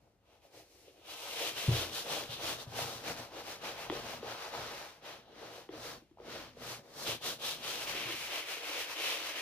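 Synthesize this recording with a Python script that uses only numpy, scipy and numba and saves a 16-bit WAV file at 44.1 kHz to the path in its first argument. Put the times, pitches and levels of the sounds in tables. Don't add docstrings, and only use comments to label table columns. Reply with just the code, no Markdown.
import sys
import numpy as np
from scipy import signal
from scipy.fft import rfft, irfft, next_fast_len
from scipy.io import wavfile
from numba import njit

SR = 44100
rng = np.random.default_rng(int(sys.argv[2]) if len(sys.argv) > 2 else 0)


def wrap_up_sound(samples):
    columns = np.atleast_2d(samples).T
    tamed = np.clip(columns, -1, 1)
    steps = np.round(tamed * 32767).astype(np.int16)
    wavfile.write(sys.argv[1], SR, steps)


N = 414981

# (time of greatest speed [s], rise over 10 dB [s], fall over 10 dB [s], bristle hiss [dB],
# hollow shoe re hiss [dB], wet fizz re hiss [dB], patch ring re hiss [dB],
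# pitch region of the shoe shaken most [Hz], nominal patch pitch, which two resonances straddle [Hz])
STROKES = [(0.021, 0.034, 0.14, -86.0, 17, 4, -0.5, 540.0, 2460.0),
           (0.338, 0.091, 0.071, -75.5, 8.5, 0.5, 2, 593, 2900.0),
           (0.455, 0.046, 0.045, -74, 9.0, 4, 1.5, 560.0, 2740.0),
           (0.581, 0.067, 0.067, -65.5, 6.5, 5.0, -1.5, 513, 2620.0),
           (0.78, 0.16, 0.21, -74.5, 9.5, 9, 0, 460, 2570.0),
           (0.879, 0.043, 0.053, -71.5, 10.5, -11, 3, 333, 3080.0),
           (0.994, 0.06, 0.044, -73.5, 10.5, -2.0, -3.0, 380.0, 2970.0),
           (1.127, 0.067, 0.032, -54, -3.0, 2.5, 2.5, 630.0, 3150.0),
           (1.298, 0.19, 0.117, -54, 3.5, 6.5, 5, 768, 3070),
           (1.462, 0.13, 0.069, -43.5, 0, 2.5, 2.5, 590.0, 2970),
           (1.598, 0.055, 0.164, -44.5, -2, 1.5, 1.5, 600, 3030),
           (1.773, 0.075, 0.11, -40.5, 0, 0.0, -1.5, 496, 3245),
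           (1.977, 0.068, 0.063, -44.5, -3.5, 2.5, -1, 560.0, 3470.0),
           (2.134, 0.079, 0.12, -42.5, 1.0, 0, -2, 566, 3170),
           (2.32, 0.032, 0.069, -48.5, -2.5, -1, 3, 556, 3640.0),
           (2.49, 0.09, 0.071, -41.5, 0, -0.5, -3.0, 606, 3200),
           (2.613, 0.046, 0.036, -50.5, 0, -1, -5.0, 650.0, 3600.0),
           (2.801, 0.055, 0.058, -43, 0, 0.5, -4, 710.0, 2900),
           (2.889, 0.18, 0.14, -48.0, 2, -1.0, -8, 654, 3200),
           (3.087, 0.049, 0.064, -42.5, -0.5, -4.5, -10, 613, 2520.0),
           (3.183, 0.03, 0.091, -48.5, 2.0, -4, -9, 650.0, 2660.0),
           (3.397, 0.081, 0.036, -49.0, 2.5, -9.0, -10, 584, 3010.0),
           (3.502, 0.073, 0.078, -48.0, 0, -3.5, -8, 620.0, 2740.0),
           (3.668, 0.052, 0.088, -44, -1, -8, -7.5, 680.0, 2830.0),
           (3.819, 0.074, 0.067, -49, 2.5, -4, -2.0, 730.0, 2640.0),
           (3.956, 0.062, 0.081, -45.5, 0.5, -10, -9, 640.0, 3080.0),
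           (4.109, 0.1, 0.086, -47, 1.5, -5.5, -7, 664, 2800.0),
           (4.308, 0.08, 0.065, -46, 0.5, -10, -10, 696, 2900.0),
           (4.455, 0.13, 0.06, -47, 0, -9, -12, 720.0, 2670.0),
           (4.558, 0.052, 0.24, -44.5, -1.5, -13.0, -16, 680, 2760),
           (4.772, 0.13, 0.17, -51, -1, -6.0, -10, 680.0, 2570.0),
           (5.073, 0.042, 0.12, -49.5, -1.5, -11, -7.5, 596, 2950.0),
           (5.33, 0.12, 0.041, -67.5, 8.5, -13, -2, 520.0, 3930.0),
           (5.456, 0.11, 0.072, -52.5, 2.5, -16, -15, 534, 2870.0),
           (5.552, 0.071, 0.1, -55.0, 2.5, -5.5, -7.5, 600, 2990),
           (5.749, 0.04, 0.03, -54.5, 4.5, -22, -12, 460.0, 2890.0),
           (5.873, 0.11, 0.095, -48.0, 0.5, -5, -16, 580, 2900),
           (6.001, 0.03, 0.16, -79, 4, -3.0, -1.0, 440.0, 2790.0),
           (6.21, 0.03, 0.18, -72, 15, -10, -19, 540.0, 2300.0),
           (6.344, 0.088, 0.14, -47.5, -1.5, -12, -12.5, 514, 2950),
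           (6.704, 0.096, 0.076, -46.5, -2, -2, -11, 610.0, 2620.0),
           (6.92, 0.12, 0.03, -64.0, 7, -4.5, -21, 510.0, 2300.0),
           (7.04, 0.084, 0.042, -47, -1, 1, -27, 627, 3550.0),
           (7.085, 0.03, 0.072, -41, -1, 1, 1.5, 513, 3220),
           (7.27, 0.046, 0.077, -42.5, -2, 2, -2, 546, 3480),
           (7.467, 0.057, 0.097, -43, -2.5, 2.5, 2, 610.0, 3430.0),
           (7.697, 0.085, 0.16, -43.5, -3, -0.5, -1, 580, 3120.0),
           (7.822, 0.03, 0.048, -47, -3.0, 2, -4, 770.0, 2850.0),
           (7.897, 0.031, 0.029, -44.5, -1, 2.0, 1.0, 890, 2510),
           (7.983, 0.12, 0.14, -43, -3.5, -5, -0.5, 530, 2820.0),
           (8.125, 0.09, 0.034, -44.5, -2.5, -5, 0.5, 320.0, 2800),
           (8.242, 0.18, 0.072, -47.5, -6.5, 1.5, 2.5, 680.0, 2700),
           (8.359, 0.074, 0.084, -43, -3.5, -1.5, 2.5, 600.0, 2780),
           (8.51, 0.058, 0.1, -45, -5, -0.5, 2, 617, 2650),
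           (8.72, 0.12, 0.17, -43.5, -4.5, -3.5, -0.5, 590, 2730.0),
           (8.805, 0.046, 0.054, -52, 1.5, 8, 10.5, 530.0, 2910.0),
           (8.911, 0.044, 0.049, -46, -5, -2, -2.0, 710.0, 2500),
           (9.076, 0.12, 0.139, -40.5, -5.0, -1.0, 2.5, 540.0, 2910.0),
           (9.283, 0.098, 0.052, -42.5, -7.5, -4.0, -2, 575, 2890.0),
           (9.395, 0.078, 0.03, -43.0, -6.5, -5, 0, 544, 2620)]
# (nominal time [s], relative strength [dB])
HEEL_KNOCKS = [(0.029, -57), (0.562, -52), (1.683, -10), (2.292, -35), (2.672, -33), (2.815, -32.5),
               (2.956, -40.5), (3.097, -35.5), (3.191, -38), (3.899, -41), (4.27, -42), (4.588, -37.5),
               (5.79, -43), (7.087, -35), (8.054, -39)]
# (time [s], relative strength [dB], pitch region excited [Hz], dry crack drive [dB])
SHOE_KNOCKS = [(0.316, -74, 404, -70), (.45, -55, 676, -80), (.572, -53, 497, -65), (.88, -53, 510, -70),
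               (1.685, -34, 380, -70), (2.789, -31, 650, -50), (3.898, -33, 313, -28.5),
               (3.922, -34, 460, -60), (4.227, -37.5, 450, -51.5), (4.244, -39, 470, -60),
               (4.536, -38, 910, -48), (4.549, -32, 1260, -55), (5.689, -39, 386, -46),
               (6.02, -59, 295, -75), (6.111, -54.5, 278, -70), (6.172, -53, 750, -72),
               (6.185, -49, 1000, -72), (6.199, -47, 433, -57), (6.569, -48, 514, -58),
               (6.619, -44, 660, -45), (6.801, -63, 600, -65), (6.85, -60, 420, -75),
               (6.875, -58, 700, -70)]
# (frequency [Hz], relative level [dB], 60 dB decay time [s])
TABLE_MODES = [(47, -18, 0.5), (86.6, -20, 0.54), (114.8, 0, 0.15), (118.84, 0.5, 0.17), (137, -12.5, 0.21),
               (167.3, -14.5, 0.24), (231, 2, 0.053), (259, -6.5, 0.17)]
# (frequency [Hz], relative level [dB], 60 dB decay time [s])
SHOE_MODES = [(312.7, 0, 0.061), (379.5, -5.5, 0.071), (429, -9.5, 0.032), (483.6, -1.5, 0.043),
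              (552.5, -6, 0.059), (696, -4.5, 0.038), (779, -0.5, 0.024), (1010, 5.5, 0.0098),
              (1248, -4, 0.053), (1550, -2.5, 0.068)]
# (frequency [Hz], relative level [dB], 60 dB decay time [s])
CRACK_MODES = [(840, 9.5, 0.0058), (1360, 1, 0.0062), (1940, 0, 0.0099), (3330, 2.5, 0.0074)]
# (frequency [Hz], relative density [dB per Hz])
HISS_SPECTRUM = [(350, -21), (700, -8.5), (1100, 0), (1700, -1), (2600, -7), (4000, -5), (6000, -11.5),
                 (8000, -27)]
# (frequency [Hz], relative density [dB per Hz])
FIZZ_SPECTRUM = [(1800, -37), (4000, 0.5), (6000, 0.5), (7600, -4), (9500, -5), (11500, -5), (13500, -9),
                 (16000, -10)]
# (frequency [Hz], relative density [dB per Hz])
AIR_SPECTRUM = [(20, -26), (60, 4), (150, -6.5), (500, -13.5), (1500, -21.5), (5000, -29.5), (16000, -39)]
# (frequency [Hz], likeness, 1 = the same [ratio])
LIKENESS = [(60, 0.81), (300, 0.93), (700, 0.81), (1200, 0.54), (2500, 0.47), (5000, 0.25), (10000, 0.2)]
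# (time [s], level re hiss [dB])
HEEL_PRESSURE = [(0.0, 12), (0.3, -12), (1.1, -20.5), (1.9, -14.5), (2.7, -10.5), (3.2, -9.5), (3.7, -14),
                 (4.2, -7), (4.45, -22), (4.6, -10.5), (4.85, -22.5), (5.4, -8.5), (5.6, -13), (5.85, -10),
                 (6.7, -9), (7.3, -13), (7.8, -18), (8.15, -14.5), (8.4, -30), (9.41, -34)]

PEAK_S, RISE_S, FALL_S, HISS_DB, SHOE_DB, FIZZ_DB, PATCH_DB, SHOE_HZ, PATCH_HZ = np.transpose(STROKES)
AIR_DB = -73
CUTOFF_HZ = 15420
LEFT_LEAD_SAMPLES, LEFT_DB = 3, 1.4
SHOE_STEEP, FIZZ_STEEP, TABLE_STEEP = 0.85, 1.15, 0.39
SHOE_LATE_S, FIZZ_LATE_S = -0.0056, 0.0038
STEP = 64


def from_db(db):
    return 10 ** (np.asarray(db) / 20)


def rms_one(x):
    return x / np.sqrt(np.mean(x ** 2) + 1e-20)


def at_hz(points, size):
    hz = np.maximum(np.arange(size // 2 + 1) * SR / size, 10)
    table_hz, values = np.transpose(points)
    return np.interp(np.log(hz), np.log(table_hz), values)


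def colour(x, spectrum):
    size = next_fast_len(N)
    shaped = rfft(x, size) * from_db(at_hz(spectrum, size))
    return rms_one(irfft(shaped, size)[..., :N])


def ring(x, modes, centre_hz=1, fall_db=0):
    out = 0
    for k, (hz, level_db, t60) in enumerate(modes):
        radius = from_db(-60 / (t60 * SR))
        w = 2 * np.pi * hz / SR
        drive = x * from_db(level_db - fall_db * np.log2(hz / centre_hz) ** 2)
        poles = [1, -2 * radius * np.cos(w), radius * radius]
        mode = signal.lfilter([0, np.sin(w)], poles, drive + 1e-18)
        out = out + (-1) ** ((k + 1) // 2) * mode
    return out


def small_body(x):
    return signal.sosfilt(signal.butter(4, 270.0, "high", fs=SR, output="sos"), x)


def at_samples(coarse):
    return np.interp(np.arange(N) / STEP, np.arange(len(coarse)), coarse)


def strokes(level_db, steep=1, late_s=0):
    since = np.arange(0, N + STEP, STEP) / SR - PEAK_S[:, None] - late_s
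    width_s = np.where(since < 0, RISE_S[:, None], FALL_S[:, None])
    away = since / np.maximum(width_s, .005)
    drop_db = np.minimum(10 * steep * away ** 2, 200)
    return from_db(2 * (level_db[:, None] - drop_db))


def swell(level_db, steep=1, late_s=0):
    return at_samples(np.sqrt(strokes(level_db, steep, late_s).sum(axis=0)))


def gliding_pitch(stroke_hz):
    power = strokes(HISS_DB)
    return at_samples(stroke_hz @ (power / power.sum(axis=0)))


def slips(per_s, size_db, clump_db, clump_hz):
    low_pass = signal.butter(2, clump_hz, fs=SR, output="sos")
    clumps = rms_one(signal.sosfilt(low_pass, rng.standard_normal(N)))
    sizes = from_db(size_db * np.minimum(rng.exponential(1, (2, N)), 5))
    signed_sizes = sizes * rng.choice([-1, 1], (2, N))
    happens = rng.random((2, N)) < per_s / SR
    return signed_sizes * happens * from_db(clump_db * clumps)


def blows(times, strength_db, contact_s):
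    clicks = np.zeros(N)
    clicks[np.round(times * SR).astype(int)] = from_db(strength_db)
    pulse = np.hanning(int(contact_s * SR) + 3)
    return signal.oaconvolve(clicks, pulse / pulse.sum())[:N]


@njit
def moving_resonance(x, hz, radius):
    y = np.zeros_like(x)
    for i in range(2, x.shape[1]):
        pull = 2 * radius * np.cos(2 * np.pi * hz[i])
        for row in range(x.shape[0]):
            driven = x[row, i] - x[row, i - 2]
            y[row, i] = driven + pull * y[row, i - 1] - radius * radius * y[row, i - 2]
    return y


def room_tone():
    return from_db(AIR_DB) * colour(rng.standard_normal((2, N)), AIR_SPECTRUM)


def hollow_shoe(pushes):
    hollow = small_body(ring(pushes, SHOE_MODES, gliding_pitch(SHOE_HZ), fall_db=8.5))
    return swell(HISS_DB + SHOE_DB, SHOE_STEEP, SHOE_LATE_S) * rms_one(hollow)


def table_rumble(pushes):
    heel_s, heel_db = np.transpose(HEEL_PRESSURE)
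    pressure = from_db(np.interp(np.arange(N) / SR, heel_s, heel_db))
    return swell(HISS_DB, TABLE_STEEP) * pressure * rms_one(ring(pushes, TABLE_MODES))


def wet_fizz(shower):
    return swell(HISS_DB + FIZZ_DB, FIZZ_STEEP, FIZZ_LATE_S) * colour(shower, FIZZ_SPECTRUM)


def bristle_hiss(shower):
    return swell(HISS_DB) * colour(shower, HISS_SPECTRUM)


def leather_patch(shower):
    pitch = gliding_pitch(PATCH_HZ) / SR
    radius = np.exp(-np.pi * 1700.0 / SR)
    patch = moving_resonance(shower, 0.74 * pitch, radius)
    patch = moving_resonance(patch, 1.034 * pitch, radius)
    return swell(HISS_DB + PATCH_DB) * rms_one(patch)


def scrubbing():
    shower = slips(per_s=9000, size_db=1.5, clump_db=0.5, clump_hz=58.0)
    pushes = slips(per_s=2500, size_db=2.5, clump_db=1.3, clump_hz=25.0)
    body = hollow_shoe(pushes) + table_rumble(pushes)
    return body + wet_fizz(shower) + bristle_hiss(shower) + leather_patch(shower)


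def heel_knocks():
    knock_s, knock_db = np.transpose(HEEL_KNOCKS)
    force = blows(knock_s - .0065, knock_db + 2.5, contact_s=0.0061)
    return -ring(force, TABLE_MODES, 116.0, fall_db=10.0)


def shoe_knocks():
    knock_s, knock_db, knock_hz, crack_db = np.transpose(SHOE_KNOCKS)
    latest = np.searchsorted(knock_s, np.arange(N) / SR + .001) - 1
    excited_hz = knock_hz[np.maximum(latest, 0)]
    force = blows(knock_s, knock_db + 7.0, contact_s=0.00097)
    shoe = small_body(ring(force, SHOE_MODES, excited_hz, fall_db=53.0))
    crack = ring(blows(knock_s + 0.00137, crack_db, contact_s=.0001), CRACK_MODES)
    return shoe + crack


def wall_echoes(x):
    out = np.zeros((2, N))
    lags = (rng.uniform(0.00458, 0.04, 12) * SR).astype(int)
    for k, lag in enumerate(lags):
        gain = from_db(-9.0 - 300.0 * lag / SR)
        out[k % 2, lag:] += x[:-lag] * gain * (-1) ** (k // 2)
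    return out


def two_ports(pair):
    size = next_fast_len(N)
    alike = np.clip(at_hz(LIKENESS, size), 0, 1)
    shared, unshared = rfft(pair, size)
    common = np.sqrt((1 + alike) / 2) * shared
    opposed = np.sqrt((1 - alike) / 2) * unshared
    lead = np.exp(2j * np.pi * np.arange(len(common)) / size * LEFT_LEAD_SAMPLES)
    left = (common + opposed) * lead * from_db(LEFT_DB / 2)
    right = (common - opposed) * from_db(-LEFT_DB / 2)
    return irfft(np.array([left, right]), size)[:, :N]


def scene():
    air = room_tone()
    scrub = scrubbing()
    table = heel_knocks()
    shoe = shoe_knocks()
    direct = (table + shoe) * [[1], [0]]
    return two_ports(air + scrub + direct + wall_echoes(shoe))


def record(dry):
    return signal.sosfilt(signal.ellip(12, .5, 70, CUTOFF_HZ, fs=SR, output="sos"), dry)


dry = scene()
out = record(dry)
wrap_up_sound(out)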